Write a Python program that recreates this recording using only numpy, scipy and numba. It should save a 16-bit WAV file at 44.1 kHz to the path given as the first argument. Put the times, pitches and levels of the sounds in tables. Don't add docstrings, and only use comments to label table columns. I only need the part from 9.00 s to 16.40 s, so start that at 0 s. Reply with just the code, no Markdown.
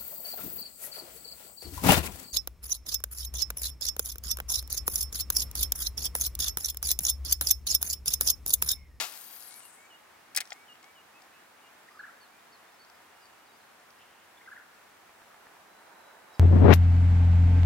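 import sys
import numpy as np
from scipy import signal
from scipy.fft import rfft, irfft, next_fast_len
from scipy.io import wavfile
from scipy.ndimage import uniform_filter1d
from numba import njit

SR = 44100
rng = np.random.default_rng(int(sys.argv[2]) if len(sys.argv) > 2 else 0)


def master_out(mix):
    frames = np.transpose(np.atleast_2d(mix))
    ceiling = np.clip(frames, -1, 1)
    pcm = np.round(ceiling * 32767).astype(np.int16)
    wavfile.write(sys.argv[1], SR, pcm)


def amplitude_ratio(level_db):
    exponent = np.asarray(level_db, float) / 20
    return 10 ** exponent


N = 326163
T = np.arange(N) / SR
PADDED = next_fast_len(N)
LOG_HZ = np.log(np.arange(PADDED // 2 + 1) * SR / PADDED + 1)


def band(x, lo_hz, hi_hz, order=2):
    y = signal.sosfilt(signal.butter(order, [lo_hz, hi_hz], "bandpass", fs=SR, output="sos"), x)
    return y / np.sqrt(np.mean(y ** 2))


def walk(rate):
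    k = int(SR / rate)
    steps = np.repeat(rng.standard_normal(N // k + 1), k)
    return 1.1 * uniform_filter1d(uniform_filter1d(steps, k), k)[:N]


def curve(table, column, quiet_db=None):
    rows = np.array(table)
    return np.interp(T, rows[:, 0], rows[:, column], quiet_db, quiet_db)


def crackle(spread_db):
    return rng.standard_normal(N) * amplitude_ratio(spread_db * np.minimum(rng.exponential(size=N), 6))


@njit
def sweep(x, hz, damping):
    y, b, l = np.empty(len(x)), 0., 0.
    for i in range(len(x)):
        g = np.tan(np.pi * hz[i] / SR)
        v = (b + g * (x[i] - l)) / (1 + g * (g + damping[i]))
        b, l, y[i] = 2 * v - b, l + 2 * g * v, damping[i] * v
    return y


def place(x, pan_db, lead):
    hz = np.exp(LOG_HZ)
    turn = np.exp(.5j * lead * hz / (hz + 150) / (1 + (hz / 16000) ** 2))
    ports = np.array([turn * amplitude_ratio(pan_db / 2), amplitude_ratio(-pan_db / 2) / turn])
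    return irfft(rfft(x, PADDED) * ports, PADDED)[:, :N]


def woods(x, t60_s, wet_db, onset_s=0.0089):
    t = np.arange(SR) / SR
    tail = rng.standard_normal((2, SR)) * 1000. ** (-t / t60_s) * np.clip(t / onset_s, 0, 1)
    tail /= np.sqrt(np.sum(tail ** 2, axis=1, keepdims=True))
    return amplitude_ratio(wet_db) * signal.fftconvolve(x[None], tail, axes=1)[:, :N]


def coloured(spectrum, likeness):
    spectrum_hz, spectrum_db = np.transpose(spectrum)
    likeness_hz, likeness_share = np.transpose(likeness)
    gain = amplitude_ratio(np.interp(LOG_HZ, np.log(spectrum_hz + 1), spectrum_db))
    share = np.clip(np.interp(LOG_HZ, np.log(likeness_hz), likeness_share), 0, 1)
    mid, side = rfft(rng.standard_normal((2, PADDED)))
    pair = gain * (np.sqrt(1 + share) * mid + np.sqrt(1 - share) * side * np.array([[1], [-1]]))
    pair[0] *= np.exp(.25j * np.clip(LOG_HZ - 6, 0, 3))
    out = irfft(pair, PADDED)[:, :N]
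    return out / np.sqrt(np.mean(out ** 2))


def whistle(notes, edge_s):
    out = np.zeros(N)
    for note in notes:
        s, hz, db = np.array(note).T
        start = int(s[0] * SR)
        t = T[start:int(s[-1] * SR)]
        ends = np.clip(np.minimum(t - s[0], s[-1] - t) / edge_s, 0, 1)
        tone = np.sin(2 * np.pi * np.cumsum(np.interp(t, s, hz)) / SR)
        out[start:][:len(t)] += np.sqrt(2) * amplitude_ratio(np.interp(t, s, db)) * ends * tone
    return out


def arches(rows, shape, edge_s):
    u = np.linspace(0, 1, 9)
    bend = np.polyval(np.polyfit(np.linspace(0, 1, len(shape)), shape, len(shape) - 1), u)
    return whistle([np.transpose([s + length * u, hz * bend, db + 0 * u]) for s, length, hz, db in rows], edge_s)


def glides(rows, by_middle, edge_s):
    return whistle([[(s, a, db), (s + length / 2, a + by_middle * (b - a), db), (s + length, b, db)]
                    for s, length, a, b, db in rows], edge_s)


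# (time [s], level [dB])
SWISH = [
    (0.0, -33),
    (0.006, -34.5),
    (0.108, -55),
    (0.166, -56.5),
    (0.206, -63),
    (0.45, -67),
    (0.55, -69),
    (0.7, -81),
]


def rod():
    level_db = curve(SWISH, 1, -120) + 1.64 + 0.57 * walk(156)
    treble = amplitude_ratio(-3 + 15.5 * np.minimum(T, 1))
    roar = band(crackle(2.9), 590, 4200) + treble * band(crackle(3.8), 3400, 7000)
    thrust = amplitude_ratio(-57) * band(rng.standard_normal(N), 18, 300) * np.exp(-T / 0.021)
    return place(roar * amplitude_ratio(level_db) + thrust, 9.3, 1.7)


# (time [s], level [dB], centre of the hiss [Hz])
PEEL = [
    (0, -40, 11000),
    (.1, -51, 12000),
    (.36, -50.5, 12800),
    (.5, -52.5, 10300),
    (.66, -55.5, 9400),
    (.76, -62, 8500),
    (.84, -68, 7300),
    (.95, -85, 6800),
]
# (time [s], peak level [dB])
SLAPS = [(0.1234, -36), (0.1742, -35), (0.2122, -33.5), (0.2424, -39), (0.3024, -42), (0.3346, -39),
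         (0.3631, -39), (0.406, -33), (0.4244, -35), (0.4444, -47), (0.4844, -47), (0.509, -39),
         (0.5236, -38), (0.5414, -34.5), (0.633, -42), (0.6534, -43)]
# (pitch [Hz], width [Hz], level [dB])
GUIDES = [(4030, 60, -3), (4750, 70, -2), (6550, 300, -14)]


def line():
    surge_s, gap_s, lasts_s = 0.567, 0.1, .12
    tugging = np.exp(-((T - surge_s - gap_s / 2) / lasts_s) ** 2 / 2)
    surge = np.cos(2 * np.pi * (T - surge_s) / gap_s) * tugging
    centre_hz = np.clip(curve(PEEL, 2) * (1 + .13 * surge), 3000, 16000)
    share = np.clip(.5 + 1.3 * np.exp(-(T / .27) ** 2), .1, 1.9)
    hiss = sweep(sweep(crackle(2.8), centre_hz, share), centre_hz, share)
    hiss = hiss / np.sqrt(uniform_filter1d(hiss ** 2, size=2000))
    hiss = hiss * amplitude_ratio(curve(PEEL, 1, -120) + 2 * surge + 1.5 * walk(60.5))

    ticks, t = np.zeros(N), np.arange(200) / SR
    for s, peak_db in SLAPS:
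        tick = band(rng.standard_normal(200) * np.exp(-t / 0.00078), 2900, 11000)
        ticks[int(s * SR):][:200] += amplitude_ratio(peak_db) * tick / np.abs(tick).max()
    rub = ticks + amplitude_ratio(-53) * crackle(2.7) * (T > .2) * (T < .55)
    rings = np.zeros(N)
    for hz, width_hz, db in GUIDES:
        rings += amplitude_ratio(db) * sweep(rub, hz * (1 + .012 * walk(12)), np.full(N, width_hz / hz))
    return place(hiss + amplitude_ratio(-2.0) * ticks + amplitude_ratio(6.0) * rings, 9.8, 2.3)


# (frequency [Hz], level [dB per Hz])
FAR = [(18, -66), (30, -34), (42, -22), (85, -9), (130, -13), (213, -6), (249, -6), (575, -4), (728, 0),
       (1720, -2.5), (3230, -11), (4420, -14), (6210, -16), (15500, -20)]
# (frequency [Hz], likeness [0 to 1])
LIKENESS = [(60, 0.33), (130, 0.59), (290, 0.5), (640, 0.24), (1410, 0.58), (3100, 0.094), (6820, 0.092),
            (15000, 0.061)]


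def traffic_and_hiss():
    return coloured(FAR, LIKENESS) * amplitude_ratio(-56.5 + 0.34 * walk(14))


# (time [s], length [s], pitch [Hz], level [dB])
LOW_NOTES = [
    (.5, 0.095, 2260, -63),
    (.765, 0.11, 2240, -63),
    (1.54, 0.11, 2240, -63),
    (1.82, .11, 2250, -64),
    (2.5, .09, 2230, -75),
    (3.3, .11, 2390, -69),
    (5.93, 0.17, 2400, -80),
]
HIGH_NOTES = [
    (.615, .06, 2800, -61.5),
    (.898, 0.068, 2860, -59),
    (1.68, 0.057, 2850, -56),
    (1.952, 0.068, 2870, -61.5),
    (2.62, 0.068, 2830, -65),
]
FLAT_NOTES = [
    (2.135, .075, 2600, -61),
    (2.32, .08, 2610, -65),
    (2.65, .08, 2400, -68),
    (2.33, .09, 2850, -71),
    (4.1, .35, 2880, -74),
]


def song():
    rise, hook, flat = (.94, 1, 1.025), (1.1, 1.02, .995, 1, 1.027), (0.97, 1, 1.01)
    notes = arches(LOW_NOTES, rise, 0.0086) + arches(HIGH_NOTES, hook, 0.0056) + arches(FLAT_NOTES, flat, .02)
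    return place(notes, .1, 1.0) + woods(notes, 0.5, -9)


# (time [s], wire level [dB], wire over body [dB], contact [s])
SNAP = [(1.3483, -34, 10, .002), (1.3520, -39.5, -5, 0.0054), (1.3626, -20, 26, .00084),
        (1.3644, -21, 20, .0023), (1.3668, -29, 5, .0022), (1.3710, -21.5, 6, .0013),
        (1.3739, -14.5, 7, 0.0013), (1.3760, -22.5, 3.5, 0.0019), (1.3791, -26, -1.5, .002),
        (1.3824, -28, 0, 0.0021), (1.3865, -43, -13, 0.0037), (1.4040, -27, 2.5, 0.0027),
        (1.4080, -26, 9, 0.0022), (1.4140, -30.5, .4, 0.0015), (1.4190, -52, -14, 0.0059)]
# (time [s], wire level [dB], wire over body [dB])
TAPS = [(.604, -51, -9), (1.7235, -56, 4), (1.7544, -58, -10), (1.8284, -46, 9.5), (1.8424, -46, -1),
        (2.2204, -47, 14), (2.2394, -57, 5), (3.8487, -49, 9), (3.899, -49, 15), (4.2552, -50, 10),
        (4.7995, -55, 7), (4.9048, -48, 11), (5.0147, -59, -4)]
# (time [s], wire level [dB], wire over body [dB], handle level [dB])
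CRANK = [
    (1.454, -43, 7.5, -58),
    (1.474, -42, 11, -62),
    (1.5048, -36.5, 8.5, -48),
    (1.5072, -41, 8, -47),
    (1.5155, -52, -3, -51),
    (1.5207, -37.5, -11, -36.5),
    (1.5239, -40, -6, -55),
    (1.5285, -33, 22, -52),
]


def knocks():
    def parts(db, wiry, handle_db, spring_db):
        return handle_db, db - wiry, db, db + spring_db + 0.33 * wiry

    rows = [(s, contact_s, parts(db, wiry, db - 18 - 0.63 * wiry, -2.5)) for s, db, wiry, contact_s in SNAP]
    rows += [(s, 0.0014, parts(db, wiry, handle_db, -18)) for s, db, wiry, handle_db in CRANK]
    rows += [(s, 0.0014, parts(db, wiry, db - 7.5 - 0.63 * wiry, -18)) for s, db, wiry in TAPS]
    return rows


# (pitch [Hz], width [Hz], level [dB])
REEL = [(816, 58, 3.5), (1260, 64, -3), (1890, 140, -9), (2144, 35, 0.5), (2460, 97, 2), (3150, 80, -9.5),
        (3550, 60, -15), (5100, 41, -6), (5200, 31, 6), (5550, 28, 3), (6160, 43, 3), (6934, 176, 1),
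        (9040, 120, 0), (9440, 22, -3), (10300, 76, 4), (11000, 22, 0), (12960, 26, -4)]
PART_EDGES_HZ = (480, 1500, 3500, 7000, 17000)


def reel():
    out, t = np.zeros(N), np.arange(2048) / SR
    hz, width_hz, db = np.array(REEL).T[:, :, None]
    part = np.searchsorted(PART_EDGES_HZ[1:-1], hz[:, 0])
    damping = np.pi * (width_hz + 0.04 * hz)
    for s, contact_s, parts_db in knocks():
        detune = 1 + .025 * rng.standard_normal((len(REEL), 1))
        modes = amplitude_ratio(db) * np.exp(-damping * t) * np.sin(2 * np.pi * hz * detune * t)
        scrape = rng.standard_normal(2048) * np.exp(-t / max(contact_s, 1e-4))
        scrape[0] += 1.4
        for k, peak_db in enumerate(parts_db):
            edges_hz = PART_EDGES_HZ[k:k + 2]
            ring = band(signal.fftconvolve(scrape, modes[part == k].sum(axis=0))[:2048], *edges_hz)
            ring = ring + (.6, 1.0, 1.2, 1.4)[k] * band(scrape, *edges_hz, order=3)
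            out[int(s * SR):][:2048] += amplitude_ratio(peak_db + 0.5) * ring / np.abs(ring).max()
    return place(out, 4.4, 1.67)


# (time [s], length [s], top pitch [Hz], level [dB])
PIPS = [
    (2.991, .024, 1715, -43.5),
    (3.034, 0.023, 1746, -44.5),
    (3.061, .013, 1940, -56),
    (3.074, 0.014, 1670, -53),
    (3.1, .015, 1950, -59),
    (5.473, .02, 1620, -47),
    (5.514, 0.025, 1735, -46),
]
ARCH = (0.763, 1, 0.713)
# (time [s], length [s], start pitch [Hz], end pitch [Hz], level [dB])
MUTTER = [(2.883, .011, 1580, 2110, -52), (2.905, .02, 1150, 1200, -58), (2.945, 0.02, 1150, 1350, -57),
          (2.97, .012, 1200, 1200, -55), (3.087, .013, 1240, 1450, -51), (3.125, .02, 1250, 1680, -61),
          (5.407, .017, 1750, 2280, -57.5), (5.458, .012, 1950, 2070, -56),
          (5.559, .014, 1480, 2030, -49.5), (5.574, .013, 1850, 1380, -50), (5.597, .0075, 1230, 1750, -48),
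          (5.606, .017, 1320, 1680, -57), (5.62, .0066, 2050, 1350, -50), (5.656, .008, 1850, 1100, -57)]


def chuckle():
    pips = arches(PIPS, ARCH, 0.0025) + glides(MUTTER, .6, .0027)
    return place(pips, .1, 0.58) + woods(pips, 0.85, -7, 0.022)


# (time [s], length [s], start pitch [Hz], end pitch [Hz], level [dB])
WHISTLES = [(2.983, .03, 4600, 4000, -68), (3.262, .012, 3800, 3550, -67), (3.385, .025, 3650, 3550, -73),
            (3.522, .026, 5150, 5400, -72), (3.672, .03, 3500, 3700, -70), (3.738, .02, 5300, 5080, -70),
            (3.793, .042, 4420, 4550, -63), (3.833, .016, 4500, 4000, -65), (3.868, .04, 4750, 4900, -72),
            (3.94, .028, 5000, 4950, -70), (4.15, .032, 5050, 5450, -76), (4.21, .04, 5050, 4550, -67),
            (4.25, .022, 4550, 4700, -65), (4.456, .03, 5150, 3900, -70), (4.482, 0.032, 3830, 3850, -71),
            (4.518, .055, 4400, 5100, -72), (4.602, .018, 4500, 3900, -70), (4.622, .027, 3850, 4400, -71),
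            (4.982, .012, 4950, 4900, -69), (5.37, .016, 3430, 3520, -61), (7.338, .022, 5730, 4200, -63),
            (7.352, 0.017, 5580, 4600, -68)]
# (time [s], length [s], pitch [Hz], level [dB])
DROOPS = [
    (3.203, .05, 4530, -63.5),
    (3.518, .046, 4500, -63.5),
]
DROOP = (1, 0.98, .89)


def whistles():
    chatter = [(2.908 + k * .015, .011, 4700, 5250, -67) for k in range(5)]
    thin = arches(DROOPS, DROOP, 0.0054) + glides(WHISTLES + chatter, .45, .004)
    return place(thin, .1, 0.68) + woods(thin, 0.5, -9)


def rasp():
    after = T - 5.02
    burst = amplitude_ratio(-57.5) * np.exp(-np.abs(after) / np.where(after < 0, .02, 0.0082))
    tail = amplitude_ratio(-69) * (after > 0) * (T < 5.25)
    return place(band(crackle(2.3), 2660, 3200) * (burst + tail), .1, 0.68)


# (time [s], level [dB])
PASSING = [
    (6.0, -82),
    (6.336, -66),
    (7.06, -56.5),
    (7.396, -59.5),
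]
# (frequency [Hz], level [dB per Hz])
PASSING_COLOUR = [(88, -47), (150, -23), (370, -5.5), (441, -4.5), (947, 0.5), (1220, -6), (1580, -3),
                  (3000, -40), (3900, -56), (6600, -120)]


def passing_vehicle():
    noise = coloured(PASSING_COLOUR, [(100, 0.57), (3000, 0.55)])
    return noise * amplitude_ratio(curve(PASSING, 1, -120) + 1.5 * walk(9)) * amplitude_ratio(np.array([[-2.0], [2.0]]))


# (pitch [Hz], width [Hz], level [dB])
TRUNK = [(1200, 260, -1), (1750, 300, -1)]


def knocking():
    out, t = np.zeros(N), np.arange(600) / SR
    ring = sum(amplitude_ratio(db) * np.exp(-np.pi * width_hz * t) * np.sin(2 * np.pi * hz * t) for hz, width_hz, db in TRUNK)
    for k in range(4):
        out[int((6.094 + k * .125) * SR):][:600] += amplitude_ratio(-41) * ring / np.abs(ring).max()
    return place(out, -1.5, .4)


# (time [s], level [dB])
TRILL = [
    (6.66, -78),
    (6.98, -79),
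    (7.06, -68),
    (7.13, -79),
    (7.28, -78),
    (7.34, -70),
    (7.39, -73),
]


def trill():
    start_s = 6.66
    note = whistle([[(s, 4020 - 200 * (s - start_s), db) for s, db in TRILL]], .02)
    pulse_db = 7 * np.sin(2 * np.pi * 60 * T) / 2 + 1.8 * walk(40)
    pulsed = note * amplitude_ratio(pulse_db)
    return place(pulsed, .1, 0.68) + woods(pulsed, 0.5, -9)


def scene():
    whip = np.clip(0.47 + T / 0.0069, 0, 1)
    near = (rod() + line()) * whip + reel()
    back = woods(near[0], 0.025, -14.0, 0.0021) + woods(near[0], 1.0, -30.5, 0.061)
    birds = song() + chuckle() + whistles() + rasp() + trill()
    return near + back + birds + knocking() + traffic_and_hiss() + passing_vehicle()


def low_pass(x):
    return signal.sosfilt(signal.butter(12, 16810, fs=SR, output="sos"), x)


def record(dry):
    cut = signal.sosfilt(signal.ellip(10, .2, 60, 15850, fs=SR, output="sos"), dry)
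    return low_pass(cut)


dry = scene()
out = record(dry)
master_out(out)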